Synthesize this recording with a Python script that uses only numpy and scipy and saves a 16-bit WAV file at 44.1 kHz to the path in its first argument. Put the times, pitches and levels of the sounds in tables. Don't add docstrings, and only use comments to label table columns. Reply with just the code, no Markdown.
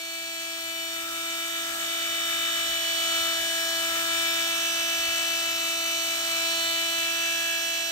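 import sys
import numpy as np
from scipy import signal
from scipy.fft import rfft, irfft, next_fast_len
from scipy.io import wavfile
from scipy.ndimage import uniform_filter1d

SR = 44100
rng = np.random.default_rng(int(sys.argv[2]) if len(sys.argv) > 2 else 0)


def bounce(signal):
    frames = np.transpose(np.atleast_2d(signal))
    limited = np.clip(frames, -1, 1)
    pcm = np.round(limited * 32767).astype(np.int16)
    wavfile.write(sys.argv[1], SR, pcm)


def natural_amplitude(level_db):
    exponent = np.asarray(level_db, float) / 20
    return 10 ** exponent


N = 348831
RIPPLE_HZ = 100


def unit(x):
    return x / np.sqrt(np.mean(np.abs(x) ** 2) + 1e-20)


def along(points, hz):
    f, v = np.transpose(points)
    return np.interp(np.log(hz + 1), np.log(f + 1), v)


def curves(rows):
    s, *cols = np.transpose(rows)
    return [np.interp(np.arange(N) / SR, s, c) for c in cols]


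def wobble(rate):
    knots = rng.standard_normal(int(8 * rate) + 2)
    return np.interp(np.arange(N) * rate / SR, np.arange(len(knots)), knots)


def angle(hz):
    return 2 * np.pi * np.cumsum(hz) / SR


def bump(s, db, half_s):
    return db * np.exp(-((np.arange(N) / SR - s) / half_s) ** 2)


STRONG_PARTIALS = [(1, 0), (2, 0), (4, 0), (5, 0), (7, 1), (8, 1), (9, 1), (11, 1), (12, 1), (13, 1),
                   (10, 1), (16, 2), (17, 2), (18, 2), (3, 0)]
# load/(dB per dB), whirl/(dB per dB), full lasting shift/dB,
# first wandering/dB, second wandering/dB
STRONG_ANSWERS = [(0.78, -0.047, -0.9, -0.5, 2.5), (1.49, -0.099, 1.4, 0.9, -0.4),
                  (0.88, 0.088, -2.1, -1, 5), (1.47, -0.007, 0.8, -2, -4.5), (0.9, -0.17, 1.5, -0.5, 1.5),
                  (0.96, 0.032, 10.5, -3, 2.5), (1.6, 0.058, -0.6, 0.16, 0.1), (1.2, -0.086, -5, -0.3, 4.5),
                  (3, -0.28, 8.5, 4, -0.5), (3.04, -0.53, 4, 6, -0.7), (1.2, -0.0044, -1, 0, -1.5),
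                  (2.9, -0.23, 5, 2.5, -2), (1.5, -0.06, -2, 1.5, -4), (2.8, -0.16, 13, 2.5, 0.1),
                  (2.03, -0.16, 1.5, -1, 2)]


def strong_swells(load_db, shake_db, drifts):
    return dict(zip(STRONG_PARTIALS, np.array(STRONG_ANSWERS) @ [load_db, shake_db, *drifts]))


WHINE_ORDERS = [(1, 0), (2, 0), (3, 0), (4, 0), (5, 0), (6, 0), (7, 0), (8, 0), (9, 0), (13, 0), (17, 0),
                (19, 0), (21, 0), (23, 0), (24, 0), (25, 0), (26, 0), (29, 0), (6, 1), (7, 1), (8, 1),
                (9, 1), (10, 1), (11, 1), (12, 1), (13, 1), (14, 1), (15, 1), (16, 1), (17, 1), (20, 1),
                (22, 1), (23, 1), (16, 2), (17, 2), (18, 2), (19, 2), (20, 2), (21, 2), (22, 2), (23, 2),
                (24, 2), (25, 3), (26, 3), (28, 3)]
# mid level/dB, side minus mid/dB, side phase/rad,
# whirl sideband below/dB, whirl sideband above/dB
WHINE_LEVELS = [(-48, -8.5, 1.44, -21, -29), (-43, -7, 1.0, -17, -23.5), (-55, -0.5, 1.5, -12.5, -14),
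                (-45, 2, 1.63, -17.5, -35), (-45.5, 0, 1.03, -13, -12.5), (-59.5, -2, -1, -9, -34),
                (-50.5, 4, 0.3, -12, -17), (-51, -8, 2, -12, -15), (-50, 2, 5.5, -15, -13),
                (-52.6, -3.1, 0, -13, -9), (-62, 6, 2.5, -20, -13), (-55, -1.1, -1, -10, -19),
                (-63, 2.9, 1.3, -13, -18), (-56.5, -1.0, 2.9, -17, -15), (-66, -8, -2, -19, -15),
                (-63.1, -1, -3, -16, -16), (-65, -8, -0.1, -16, -22), (-66.1, -1.6, 1, -16, -19),
                (-53, 5, 1.5, -18, -23), (-46.5, 9, 0, -8, -13), (-45, 4, 2, -22, -18),
                (-36, -13, 3.5, -18, -14), (-44.5, 3.8, 2, -17, -5.5), (-43.5, -0.3, -2.16, -8.5, -9.5),
                (-47, -2, -1.6, -9, -6), (-49, 2.5, -2.0, -10, -17), (-55, 2, -4, -16, -13),
                (-58, -4.0, 3, -22, -10), (-54.5, -2.1, -5, -14, -7), (-64, -1, 4, -5, -20),
                (-64, -0.1, -1, -13, -7), (-61.0, 7, 2.5, -12, -2), (-61, -5, 1.5, -8, -6),
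                (-51.5, 1, -2.5, -24, -17), (-52, -9, -2.8, -4, -6), (-52, -3, 3.5, -8, -11.5),
                (-55, -4, 3, -1, -7), (-61, -0.3, -1.5, -11, -3), (-55.5, 8, 1.7, -10, -7),
                (-59.5, 1, 3, -14, -12), (-55, -3, 1.5, -6, -11), (-60, -2, 1, -10, -10),
                (-60.5, 0, 1, -12, -12), (-62, 0, -2, -10, -10), (-67, 0, 0, -10, -10)]
# mains below/dB, mains above/dB,
# twice the whirl below/dB, ball cage above/dB
ORDER_SIDEBANDS = [(-34, -25, -40, -33), (-33, -17, -40, -23), (-14, -19, -29, -20), (-16, -12, -14, -24),
                   (-19, -15, -26, -15), (-12, -17, -10, -16), (-27, -18, -28, -9), (-9, -10, -18, -15),
                   (-19, -18, -22, -16)]
# t/s, level/dB, half length/s
BEARING_DIPS = [(1.09, -5.5, .1), (1.745, -9, 0.084), (3.995, -4, 0.12)]
# t/s, level/dB, half length/s
PARTIAL_FLARES = [(0.802, 4, .12), (2.9, -7, 0.074), (3.17, 2.5, 0.21), (3.45, -10, 0.062),
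                  (5.85, -4, 0.33), (6.2, -3, .12), (6.7, 4.5, 0.13), (6.7, -2, .12), (7.448, 3, 0.23)]
FLARING_PARTIALS = [(9, 1), (4, 0), (4, 0), (4, 0), (10, 1), (8, 1), (11, 1), (18, 2), (5, 0)]


def whine(shaft, slip, whirl, load_db, whirl_db, swells):
    cage_per_turn = .422
    mains = np.exp(1j * angle(np.full(N, RIPPLE_HZ)))
    cage = np.exp(1j * cage_per_turn * shaft)
    sidebands = dict(enumerate(ORDER_SIDEBANDS, 1))
    dip_db = sum(bump(*dip) for dip in BEARING_DIPS)
    mid, side = np.zeros(N), np.zeros(N)
    for partial, (db, side_db, side_rad, below_db, above_db) in zip(WHINE_ORDERS, WHINE_LEVELS):
        order, slips = partial
        turn = np.exp(2j * np.pi * rng.random(7))
        wander = wobble(2.346)
        if partial in swells:
            level_db = db + swells[partial] + 0.19 * order * wander
        else:
            level_db = db + load_db + 2.36 * wander
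        level_db = level_db + (slips > 0) * dip_db
        for flare, flaring in zip(PARTIAL_FLARES, FLARING_PARTIALS):
            if flaring == partial:
                level_db += bump(*flare)

        flutter = 0.009 * order * (wobble(30) + 1j * wobble(30))
        whirling = natural_amplitude(below_db) * turn[0] * whirl.conj() + natural_amplitude(above_db) * turn[1] * whirl
        if slips == 0 and order in sidebands:
            under_db, over_db, twice_db, cage_db = sidebands[order]
            whirling += natural_amplitude(twice_db) * turn[2] * whirl.conj() ** 2
            flutter += natural_amplitude(under_db) * turn[3] * mains.conj() + natural_amplitude(over_db) * turn[4] * mains
            flutter += natural_amplitude(cage_db) * turn[5] * cage
        bare = .45 if slips == 0 and order in range(7, 14) else 1
        beat = bare + flutter + natural_amplitude(whirl_db + 0.44 * wobble(4.8)) * whirling
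        tone = np.sqrt(2) * turn[6] * beat * np.exp(1j * (order * shaft - slips * slip))
        mid += natural_amplitude(level_db) * tone.real

        side_level_db = side_db + 0.48 * level_db + 0.53 * (db + load_db) + 0.041 * order * wobble(2.16)
        side_phase = side_rad + 0.079 * order * wobble(1.5)
        side += natural_amplitude(side_level_db) * (tone * np.exp(1j * side_phase)).real
    return np.array([mid + side, mid - side])


# f/Hz, likeness (held within 0 to 1)
MIC_LIKENESS = [(60, 0.6), (500, 0), (1500, 1.64), (2200, -0.04), (8000, 0.23), (15000, -0.9)]
# f/Hz, left minus right level/dB
MIC_TILT = [(60, -1), (600, -1.5), (1500, 9.5), (2500, 4.5), (3700, 1.5), (5500, -5.5), (8000, -1),
            (9300, 8.5), (11000, 1.5), (13000, 2), (15500, 3)]


def rush(spectrum, gate, patchy_db):
    right_lag_s = 0.00019
    grains = signal.stft(rng.standard_normal((2, N)) * gate, nperseg=512)[2]
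    field = uniform_filter1d(rng.standard_normal(grains.shape[1:]), 5, 0)
    field = unit(uniform_filter1d(field, 12, 1))
    pair = signal.istft(grains * natural_amplitude(patchy_db * field), nperseg=512)[1][:, :N]
    m = next_fast_len(N + 8192)
    hz = np.fft.rfftfreq(m, 1 / SR)
    shared, own = rfft(pair, m) * natural_amplitude(along(spectrum, hz))
    alike = np.clip(along(MIC_LIKENESS, hz), 0, 1)
    tilt = natural_amplitude(along(MIC_TILT, hz) / 2)
    late = shared * np.exp(-2j * np.pi * hz * right_lag_s)
    right = alike * late + np.sqrt(1 - alike ** 2) * own
    return unit(irfft([shared * tilt, right / tilt], m)[:, :N])


def bite(shaft, sharp, spread_db):
    turns = ((shaft + np.pi) / (2 * np.pi)).astype(int)
    strength = natural_amplitude(spread_db * rng.standard_normal(turns[-1] + 1))
    return strength[turns] * np.exp(sharp * (np.cos(shaft) - 1))


def strike(tears, depth, whirl, whirl_depth_db):
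    return (1 + depth * tears) * natural_amplitude(whirl_depth_db * whirl.real)


# f/Hz, relative level/dB
FRAME_SPECTRUM = [(40, -48), (100, -27), (150, -16.5), (450, -12.5), (550, -11.5), (750, -5.5),
                  (900, -12.5), (1050, -10.5), (1220, -1.5), (1500, -3), (1850, 1.5), (2150, -4.5),
                  (2600, -4), (3500, -13)]


def frame_noise(tears, whirl, load_db, shake_db, shift):
    level_db = -39.5 + 0.82 * load_db + 0.1 * shake_db - 0.5 * shift
    noise = rush(FRAME_SPECTRUM, strike(tears, 0.21, whirl, 0.32), patchy_db=1.5)
    return natural_amplitude(level_db + 0.54 * wobble(6)) * noise


# f/Hz, relative level/dB
CHIP_SPECTRUM = [(1300, -50), (2100, -20.5), (2500, -7), (3100, 0.5), (3500, -2), (4100, 0.5), (4950, -3.5),
                 (5900, -2), (6500, -1), (7500, 0), (8500, 0), (9500, -11.5), (11000, -25)]


def chip_noise(tears, whirl, chip_db):
    noise = rush(CHIP_SPECTRUM, strike(tears, 0.42, whirl, 0.88), patchy_db=0.95)
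    return natural_amplitude(chip_db + 2.0 + 0.58 * wobble(12)) * noise


# f/Hz, relative level/dB
AIR_SPECTRUM = [(5000, -50), (8000, -21), (10400, -8), (11500, -1), (12800, 4), (14500, 0.5), (15700, -4)]


def cooling_air(tears, whirl, load_db, shake_db):
    level_db = -40 + 0.79 * load_db + 0.025 * shake_db
    noise = rush(AIR_SPECTRUM, strike(tears, .35, whirl, .8), patchy_db=0.1)
    return natural_amplitude(level_db + .4 * wobble(12)) * noise


HUM_LEVELS = [-68.5, -66.5, -68.5]
# f/Hz, relative level/dB
BENCH_SPECTRUM = [(20, -26), (35, -10), (55, 4), (80, 0), (150, -15), (250, -28), (500, -60)]


def hum(whirl, whirl_tone_db, load_db):
    t = np.arange(N) / SR
    windings = np.zeros(N)
    for multiple, db in enumerate(HUM_LEVELS, 1):
        windings += natural_amplitude(db + 0.78 * wobble(6.6)) * np.sin(2 * np.pi * multiple * RIPPLE_HZ * t)
    tones = np.sqrt(2) * (natural_amplitude(load_db) * windings + natural_amplitude(whirl_tone_db) * whirl.real)
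    tones = tones * natural_amplitude([[-.6], [.6]])
    rumble_gain = natural_amplitude(whirl_tone_db - 8.0) + natural_amplitude(2.4 * load_db - 67)
    return tones + rumble_gain * rush(BENCH_SPECTRUM, 1, patchy_db=4.0)


# t/s, shaft f/Hz, bearing slip behind the shaft f/Hz, whirl f/Hz
TOOL_SPEED = [(0, 331.3, 4.5, 57.3), (.5, 331.06, 3.5, 57.5), (.84, 330.75, 2.5, 57.6),
              (1.01, 331.31, 6, 57), (1.51, 332.8, 8.5, 57.6), (1.68, 332.9, 6.4, 56),
              (1.85, 333.45, 10, 56.4), (2.02, 333, 7.9, 56.4), (2.19, 333.3, 7.6, 56.1),
              (2.69, 332.58, 6.4, 55.8), (3.1, 332.1, 8.1, 57.1), (3.53, 332.14, 7.2, 57.2),
              (3.7, 331.44, .9, 58.6), (3.87, 331.67, 7.3, 58.2), (4.04, 332.38, 6.6, 58),
              (4.38, 332.54, 7.5, 58.4), (4.54, 333.16, 7.5, 57), (5.39, 333.25, 7.4, 57.1),
              (5.68, 332.33, 4.2, 57.4), (6.06, 332.28, 5.2, 57), (6.56, 331.9, 1.6, 58.1),
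              (6.9, 332.16, 4, 59.1), (7.3, 332.8, 4.3, 58.6), (7.91, 332.75, 4, 56.7)]
CUT_EFFORT = [(0.0, -43.5, -105, 0.36, 0.42, -0.13), (0.3, -42.5, -101.0, 0.55, 0.53, -0.14),
              (0.86, -40.5, -101.0, -0.34, -0.013, -0.15), (1.1, -40, -76, -0.48, -0.61, 0.69),
              (1.3, -39.5, -89, -0.52, -0.34, 0.46), (1.52, -39.5, -82, -0.65, -0.65, 0.2),
              (1.75, -38, -67, -0.41, -0.65, 0.15), (1.95, -38.5, -71.5, -0.22, 0.37, 0.31),
              (2.4, -37.5, -64, -0.37, -0.18, 0.26), (2.85, -37, -69, -0.48, 0.88, -0.62),
              (3.2, -35.5, -75, -0.38, 0.28, 0.3), (3.44, -36.0, -73, -0.61, 0.14, -0.42),
              (3.68, -36, -91, -0.67, -0.078, -0.75), (3.95, -35, -77, -0.61, -0.63, 0.23),
              (4.3, -35.5, -84, -0.4, -1.2, 0.2), (4.7, -36.5, -71.5, 0.34, -0.61, 0.038),
              (5.4, -37, -73, 0.61, -0.17, 0.08), (5.8, -37.5, -77.0, 0.57, 0.65, 0.74),
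              (6.2, -37.5, -71, 0.38, 1, 0.35), (6.45, -36.0, -84, 0.35, 0.084, 0.3),
              (6.7, -36.5, -88, 0.2, -0.01, 0.37), (7.15, -37, -79, 0.59, -0.77, 0.21),
              (7.5, -37.5, -78, 0.75, -0.84, -0.47), (7.91, -39, -75.5, 0.97, 0.43, -0.54)]


def scene():
    shaft_hz, slip_hz, whirl_hz = curves(TOOL_SPEED)
    chip_db, whirl_tone_db, *drifts = curves(CUT_EFFORT)
    shaft, slip = angle(shaft_hz), angle(slip_hz)
    whirl = np.exp(1j * (angle(whirl_hz) + 0.16 * wobble(5)))
    load_db, shake_db = chip_db + 37.1, whirl_tone_db + 76
    swells = strong_swells(load_db, shake_db, drifts)
    tears = bite(shaft, sharp=13, spread_db=5.5)

    tool = whine(shaft, slip, whirl, load_db, 0.46 * shake_db, swells)
    tool = tool + frame_noise(tears, whirl, load_db, shake_db, drifts[0])
    tool = tool + chip_noise(tears, whirl, chip_db)
    tool = tool + cooling_air(tears, whirl, load_db, shake_db)
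    pan_db = -0.9 * drifts[0]
    pan = natural_amplitude(pan_db * [[.5], [-.5]])
    return hum(whirl, whirl_tone_db + 1.8 * wobble(7), load_db) + pan * tool


def band_limit(x):
    return signal.sosfilt(signal.butter(12, 16680, fs=SR, output="sos"), x)


def record(dry):
    top_hz = 15730
    m = next_fast_len(N)
    in_band = np.fft.rfftfreq(m, 1 / SR) < top_hz
    kept = irfft(rfft(dry, m) * in_band, m)[:, :N]
    return band_limit(kept)


dry = scene()
out = record(dry)
bounce(out)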